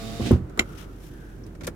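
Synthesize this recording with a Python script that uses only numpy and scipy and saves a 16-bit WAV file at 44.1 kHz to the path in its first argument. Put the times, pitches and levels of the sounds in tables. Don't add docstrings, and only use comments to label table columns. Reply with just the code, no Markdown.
import sys
import numpy as np
from scipy import signal
from scipy.fft import rfft, irfft, next_fast_len
from scipy.io import wavfile
from scipy.ndimage import map_coordinates

SR = 44100
rng = np.random.default_rng(int(sys.argv[2]) if len(sys.argv) > 2 else 0)


def materialize(psi):
    bounded = np.clip(np.atleast_2d(psi).T, -1, 1)
    quanta = np.round(bounded * 32767).astype(np.int16)
    wavfile.write(sys.argv[1], SR, quanta)


N = 77175


def amp(db):
    return 10 ** (np.asarray(db) / 20)


def unit(x):
    return x / np.sqrt(np.mean(x ** 2) + 1e-20)


def clock(start=0):
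    return np.maximum(np.arange(N) / SR - start, 0)


def curve(rows):
    return np.interp(clock(), *np.transpose(rows))


def along(points, hz):
    freqs, values = np.transpose(points)
    return np.interp(np.log(hz + 1), np.log(freqs + 1), values)


def pan(db):
    return amp(np.array([[.5], [-.5]]) * db)


def wobble(rate):
    return map_coordinates(rng.standard_normal(int(N * rate / SR) + 4), [clock() * rate])


def swell(peak_s, half_s):
    return np.exp(-.5 * ((clock() - peak_s) / half_s) ** 2)


def fade(t, t60, rise, hold=0):
    return np.exp(-np.log(1000) * np.maximum(t - hold, 0) / t60) * (1 - np.exp(-t / rise))


def ring(start, hz, t60, rise, hold=0):
    t = clock(start)
    return np.sin(2 * np.pi * hz * t) * fade(t, t60, rise, hold)


def blows(hits, t60, rise):
    return np.sqrt(sum((amp(db) * fade(clock(start), t60, rise)) ** 2 for start, db in hits))


def filtered(x, response):
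    size = next_fast_len(N + SR // 2)
    return irfft(rfft(x, size) * response(np.fft.rfftfreq(size, 1 / SR)), size)[..., :N]


def tilted(x, db_per_octave):
    return filtered(x, lambda hz: amp(db_per_octave * np.log2(np.maximum(hz, 500) / 4000)))


def peak(hz, centre, width):
    return 1 / (1 + (2 * (hz - centre) / width) ** 2)


def narrow(centre_hz, width_hz):
    return unit(filtered(rng.standard_normal((2, N)), lambda hz: peak(hz, centre_hz, width_hz)))


# freq_hz, correlation
STEREO_LIKENESS = [(40, .97), (250, .92), (480, 0.48), (1000, 0), (3000, 0.056), (16000, 0)]


def noise(spectrum):
    def mid_side_gains(hz):
        spread = np.arccos(np.clip(along(STEREO_LIKENESS, hz), -1, 1)) / 2
        return amp(along(spectrum, hz)) * [np.cos(spread), np.sin(spread)]
    mid, side = filtered(rng.standard_normal((2, N)), mid_side_gains)
    return unit(np.array([mid + side, mid - side]))


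# time_s, turns_per_s
SHAFT_SPEED = [(0, 112.6), (.115, 112.8), (.14, 114.6), (.19, 114.8), (.222, 116.5), (.275, 115.6),
               (.31, 113.5), (.37, 104)]
# shaft_multiple, level_db, pan_db
MOTOR_TONES = [(1, -45.5, -9.5), (2, -54, 0), (3, -60, 7), (4, -49, 5), (5, -56.5, 13), (6, -46.5, 6),
               (7, -60, -14), (10, -63, -19.5), (11, -61, 3), (32, -60.5, -8)]
# freq_hz, level_db
WHIRR_SPECTRUM = [(120, -40), (220, 5.5), (450, -17), (700, -15.5), (950, -17.5), (1400, -16.5),
                  (2500, -16.5), (3700, -16), (5000, -16.5), (7200, -23), (9500, -25), (12000, -27.5),
                  (15800, -32)]
# freq_hz, pan_db
WHIRR_POSITION = [(300, -10.5), (700, -2), (1200, -8.5), (3500, -6), (5200, -6), (6300, 2), (7200, 16),
                  (8500, -6), (14000, 1.5)]


def motor(stall_s=0.28, stall_db_per_s=275):
    speed = curve(SHAFT_SPEED) * (1 + .0012 * wobble(60))
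    angle = 2 * np.pi * np.cumsum(speed) / SR
    tones = 0
    for multiple, db, side in MOTOR_TONES:
        gain = np.sqrt(2) * amp(db + wobble(27)) * pan(side)
        tones += gain * np.sin(multiple * angle + rng.uniform(0, 2 * np.pi))
    whirr = amp(-41.5) * filtered(noise(WHIRR_SPECTRUM), lambda hz: pan(along(WHIRR_POSITION, hz)))
    gear = amp(-54) * narrow(centre_hz=3713, width_hz=72) * pan(-4)
    pulsing = 1 + 0.13 * np.sin(angle)
    return (tones + (whirr + gear) * pulsing) * amp(-stall_db_per_s * clock(stall_s))


# freq_hz, level_db
RUMBLE_SPECTRUM = [(12, -30), (33, -20), (60, -3.5), (105, -5.5), (150, -4.5), (250, -11), (310, -5.5),
                   (390, -11.5), (480, -17.5), (620, -22), (850, -26), (1600, -30.5), (3000, -42.5),
                   (15800, -64)]
# time_s, level_db
RUMBLE_LEVEL = [(0, -42), (.5, -40), (.7, -40.5), (1.0, -43), (1.33, -44), (1.48, -41.5), (1.59, -45),
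                (1.64, -37), (1.75, -42.5)]
# peak_s, half_length_s, centre_hz, level_db
HISS_SWELLS = [(0.713, 0.14, 1360, -52.5), (1.232, 0.12, 1570, -56.5)]
# freq_hz, level_db
AIR_SPECTRUM = [(200, 34), (700, -4), (1600, -12.5), (2600, -20), (6000, -0.5), (16000, -3.5)]


def cabin_ambience(hum_hz=46.2):
    hum_gain = np.sqrt(2) * amp(-44.5 + 0.4 * wobble(11))
    hum = hum_gain * np.sin(2 * np.pi * hum_hz * clock() + 0.37 * wobble(5.5))
    rumble = noise(RUMBLE_SPECTRUM) * amp(curve(RUMBLE_LEVEL))
    hiss = sum(amp(db) * swell(peak_s, half_s) * narrow(hz, width_hz=300)
               for peak_s, half_s, hz, db in HISS_SWELLS)
    air = amp(-52.5) * noise(AIR_SPECTRUM)
    return (hum + rumble) * pan(-2) + hiss + air


# freq_hz, level_db
SEAL_SPECTRUM = [(30, -25), (80, -0.5), (150, -10.5), (235, -1), (450, -14), (600, -18), (820, -23.5),
                 (980, -34), (1500, -29.5), (2500, -21), (3700, -23.5), (7000, -32.5), (15800, -48)]
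# time_s, level_db
SEAL_LEVEL = [(.19, -60), (.222, -35), (.242, -35), (.268, -26.5), (.3, -30.5), (.326, -36.5), (.39, -55.5),
              (.44, -91)]


def seal():
    grip_db = 1.5 * wobble(120)
    return noise(SEAL_SPECTRUM) * amp(curve(SEAL_LEVEL) + grip_db) * pan(-4.5)


# start_s, strength_db, tilt_db_per_octave
GLASS_BUMPS = [(0.1981, -15.5, 0.5), (0.2076, -23.5, 8.5), (0.3095, -2, 0.5), (0.3586, -20, 1.5),
               (.404, -29, -5)]
# pitch_hz, relative_db, t60_s, rise_s
DOOR_MODES = [(128, -5.5, 0.19, 0.0061), (181.4, -14, 0.24, 0.0081), (219.8, -11, 0.14, 0.0015),
              (244.8, -2.5, 0.087, 0.0017), (338.8, -9.5, 0.12, 0.0016), (371.2, -7.5, 0.086, 0.0018),
              (449, -11.5, 0.051, 0.0026), (540, -38.5, 0.023, 0.0013), (768, -32, 0.16, 0.0022),
              (1046, -28.5, 0.028, .001)]
# freq_hz, pan_db
DOOR_POSITION = [(80, -2.5), (200, -6.5), (330, 4), (600, 8), (1100, -14)]
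# freq_hz, level_db
THUD_SPECTRUM = [(40, -50), (200, -29), (400, 6.5), (650, -5.5), (1300, -7.5), (3000, -27), (9000, -33),
                 (16000, -37)]


def door(boom_hz=84.2, pivot_hz=250):
    ringing = 0
    for start, db, tilt in GLASS_BUMPS:
        strength = lambda hz: amp(db + tilt * np.log2(hz / pivot_hz))
        modes = sum(amp(mode_db) * strength(hz) * ring(start, hz, t60, rise)
                    for hz, mode_db, t60, rise in DOOR_MODES)
        boom = swell(start + 0.0308, half_s=0.014) * np.sin(2 * np.pi * boom_hz * clock(start))
        ringing += amp(-0.5) * modes + amp(-8) * strength(boom_hz) * boom
    hits = [(start, db) for start, db, _ in GLASS_BUMPS]
    thud = amp(-25) * noise(THUD_SPECTRUM) * blows(hits, t60=0.21, rise=0.0012)
    return filtered(ringing, lambda hz: pan(along(DOOR_POSITION, hz))) + thud


def glass_tick(start_s=.3152):
    spectrum = [(1000, -10), (4000, -2), (9500, 3), (16000, -12)]  # freq_hz, level_db
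    return amp(-34) * noise(spectrum) * fade(clock(start_s), t60=0.016, rise=0.00038)


# start_s, click_db, knock_db, tilt_db_per_octave
CATCH_HITS = [(.4955, -52, -33.5, 0.5), (1.4634, -50, -44, 2.5), (1.55, -50, -36, -2),
              (1.608, -41, -51, -3.5), (1.6143, -45.5, -29.5, -3.5), (1.634, -38.5, -42, -1),
              (1.6435, -35, -38, -1), (1.6683, -28, -30, 5), (1.674, -32.5, -16.5, -7)]
# freq_hz, level_db
CLICK_SPECTRUM = [(530, -23.5), (900, -11), (1510, -4), (2520, -5), (2880, -8.5), (5840, -7),
                  (10300, -13.5), (11700, -16.5), (13000, -15), (15800, -33)]
# freq_hz, level_db
CATCH_TRIM = [(60, -28), (170, 4.5), (260, -4), (390, -6), (500, 1), (720, -13.5), (950, -22.5),
              (1400, -12.5), (3000, -44)]


def catch(ping_s=1.436):
    clicks = 0
    for start, db, _, tilt in CATCH_HITS:
        click = amp(db) * noise(CLICK_SPECTRUM) * fade(clock(start), t60=0.046, rise=0.0016)
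        clicks += tilted(click, tilt)
    trim_hits = [(start, knock_db) for start, _, knock_db, _ in CATCH_HITS]
    knocks = noise(CATCH_TRIM) * blows(trim_hits, t60=0.05, rise=0.0044)
    ping = narrow(centre_hz=5560, width_hz=940) * fade(clock(ping_s), t60=0.046, rise=0.0015)
    return clicks + knocks + amp(-48.5) * ping


# start_s, strength_db
ROCKER_GIVES = [(0.5746, -21.5), (0.583, -38.5)]
# start_s, strength_db
ROCKER_SNAPS = [(.5926, 2), (0.5944, -2), (0.595, 4)]
# pitch_hz, level_db, t60_s, pan_db
SWITCH_MODES = [(713, -31.5, 0.034, 17.5), (1460, -23, .03, -7), (2087, -11, 0.016, -7.5),
                (2320, -19.5, 0.017, 9), (2710, -21, .03, -3), (3070, -18, 0.011, -3.5),
                (3430, -26, .014, -2.5), (4020, -22.5, 0.018, -4.5), (5470, -27.5, 0.0051, -8)]
# freq_hz, level_db
CRACK_SPECTRUM = [(200, -28), (1000, -21), (2200, -5.5), (3500, 5), (5500, -5.5), (8500, -12),
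                  (13000, -15.5), (16000, -16)]
# centre_hz, width_hz, relative_db
SPRING_RESONANCES = [(5400, 710, -7.5), (7100, 550, 2), (10620, 650, -11), (12800, 500, -15)]
# freq_hz, level_db
SWITCH_TRIM = [(60, -1), (130, -6), (330, 6), (480, -2), (700, -10.5), (1050, -7.5), (1400, -9),
               (3000, -36)]


def switch(left_lag_s=0.00014, chatter_s=0.0032):
    snap_s = ROCKER_SNAPS[0][0]
    modes = 0
    for hz, db, t60, side in SWITCH_MODES:
        left_right = [ring(snap_s + lag, hz, t60, rise=.0005, hold=chatter_s) for lag in (left_lag_s, 0)]
        modes += amp(db) * pan(side) * np.array(left_right)
    contacts = ROCKER_GIVES + ROCKER_SNAPS
    crack = amp(-20.5) * noise(CRACK_SPECTRUM) * blows(contacts, t60=0.011, rise=0.00016)
    resonances = lambda hz: sum(amp(db) * peak(hz, f, width) for f, width, db in SPRING_RESONANCES)
    spring = unit(filtered(rng.standard_normal((2, N)), resonances))
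    spring *= amp(-25) * pan(7) * blows(contacts, t60=0.021, rise=0.00039)
    snap_knock = amp(-24) * noise(SWITCH_TRIM) * blows(ROCKER_SNAPS, t60=0.091, rise=0.0035)
    give_knock = amp(-4.5) * noise(SWITCH_TRIM) * blows(ROCKER_GIVES, t60=0.089, rise=0.00038)
    return modes + crack + spring + snap_knock + give_knock


# peak_s, half_length_s, level_db, pan_db, tilt_db_per_octave
RUSTLE_STROKES = [(0.717, 0.083, -58.5, 7, -0.5), (0.802, 0.028, -48.5, 9, -1.5),
                  (1.054, 0.042, -57, 2.5, 2.5), (1.122, 0.29, -62, 4.5, 0)]
# freq_hz, level_db
RUSTLE_SPECTRUM = [(500, -9), (1500, -2), (3200, 0), (4600, -7), (5700, -3), (7500, -8.5), (10000, -7.5),
                   (13500, -8), (16000, -16)]


def rustle():
    strokes = sum(amp(db) * pan(side) * swell(peak_s, half_s) * tilted(noise(RUSTLE_SPECTRUM), tilt)
                  for peak_s, half_s, db, side, tilt in RUSTLE_STROKES)
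    return strokes * amp(1.75 * wobble(130))


def cabin_echo(direct, wet_db=-13):
    decay = fade(clock(0.0015), t60=0.07, rise=.002)[:SR // 4]
    tail = rng.standard_normal((2, SR // 4)) * decay
    tail /= np.linalg.norm(tail[0])
    return direct + amp(wet_db) * signal.fftconvolve(direct, tail, axes=1)[:, :N]


def scene():
    window = motor() + seal() + door() + glass_tick()
    return window + cabin_echo(switch() + catch()) + rustle() + cabin_ambience()


def record(dry):
    ceiling, top_hz = .8, 16000
    rounded = dry / (1 + np.abs(dry / ceiling) ** 6) ** (1 / 6)
    return filtered(rounded, lambda hz: hz < top_hz)


dry = scene()
out = record(dry)
materialize(out)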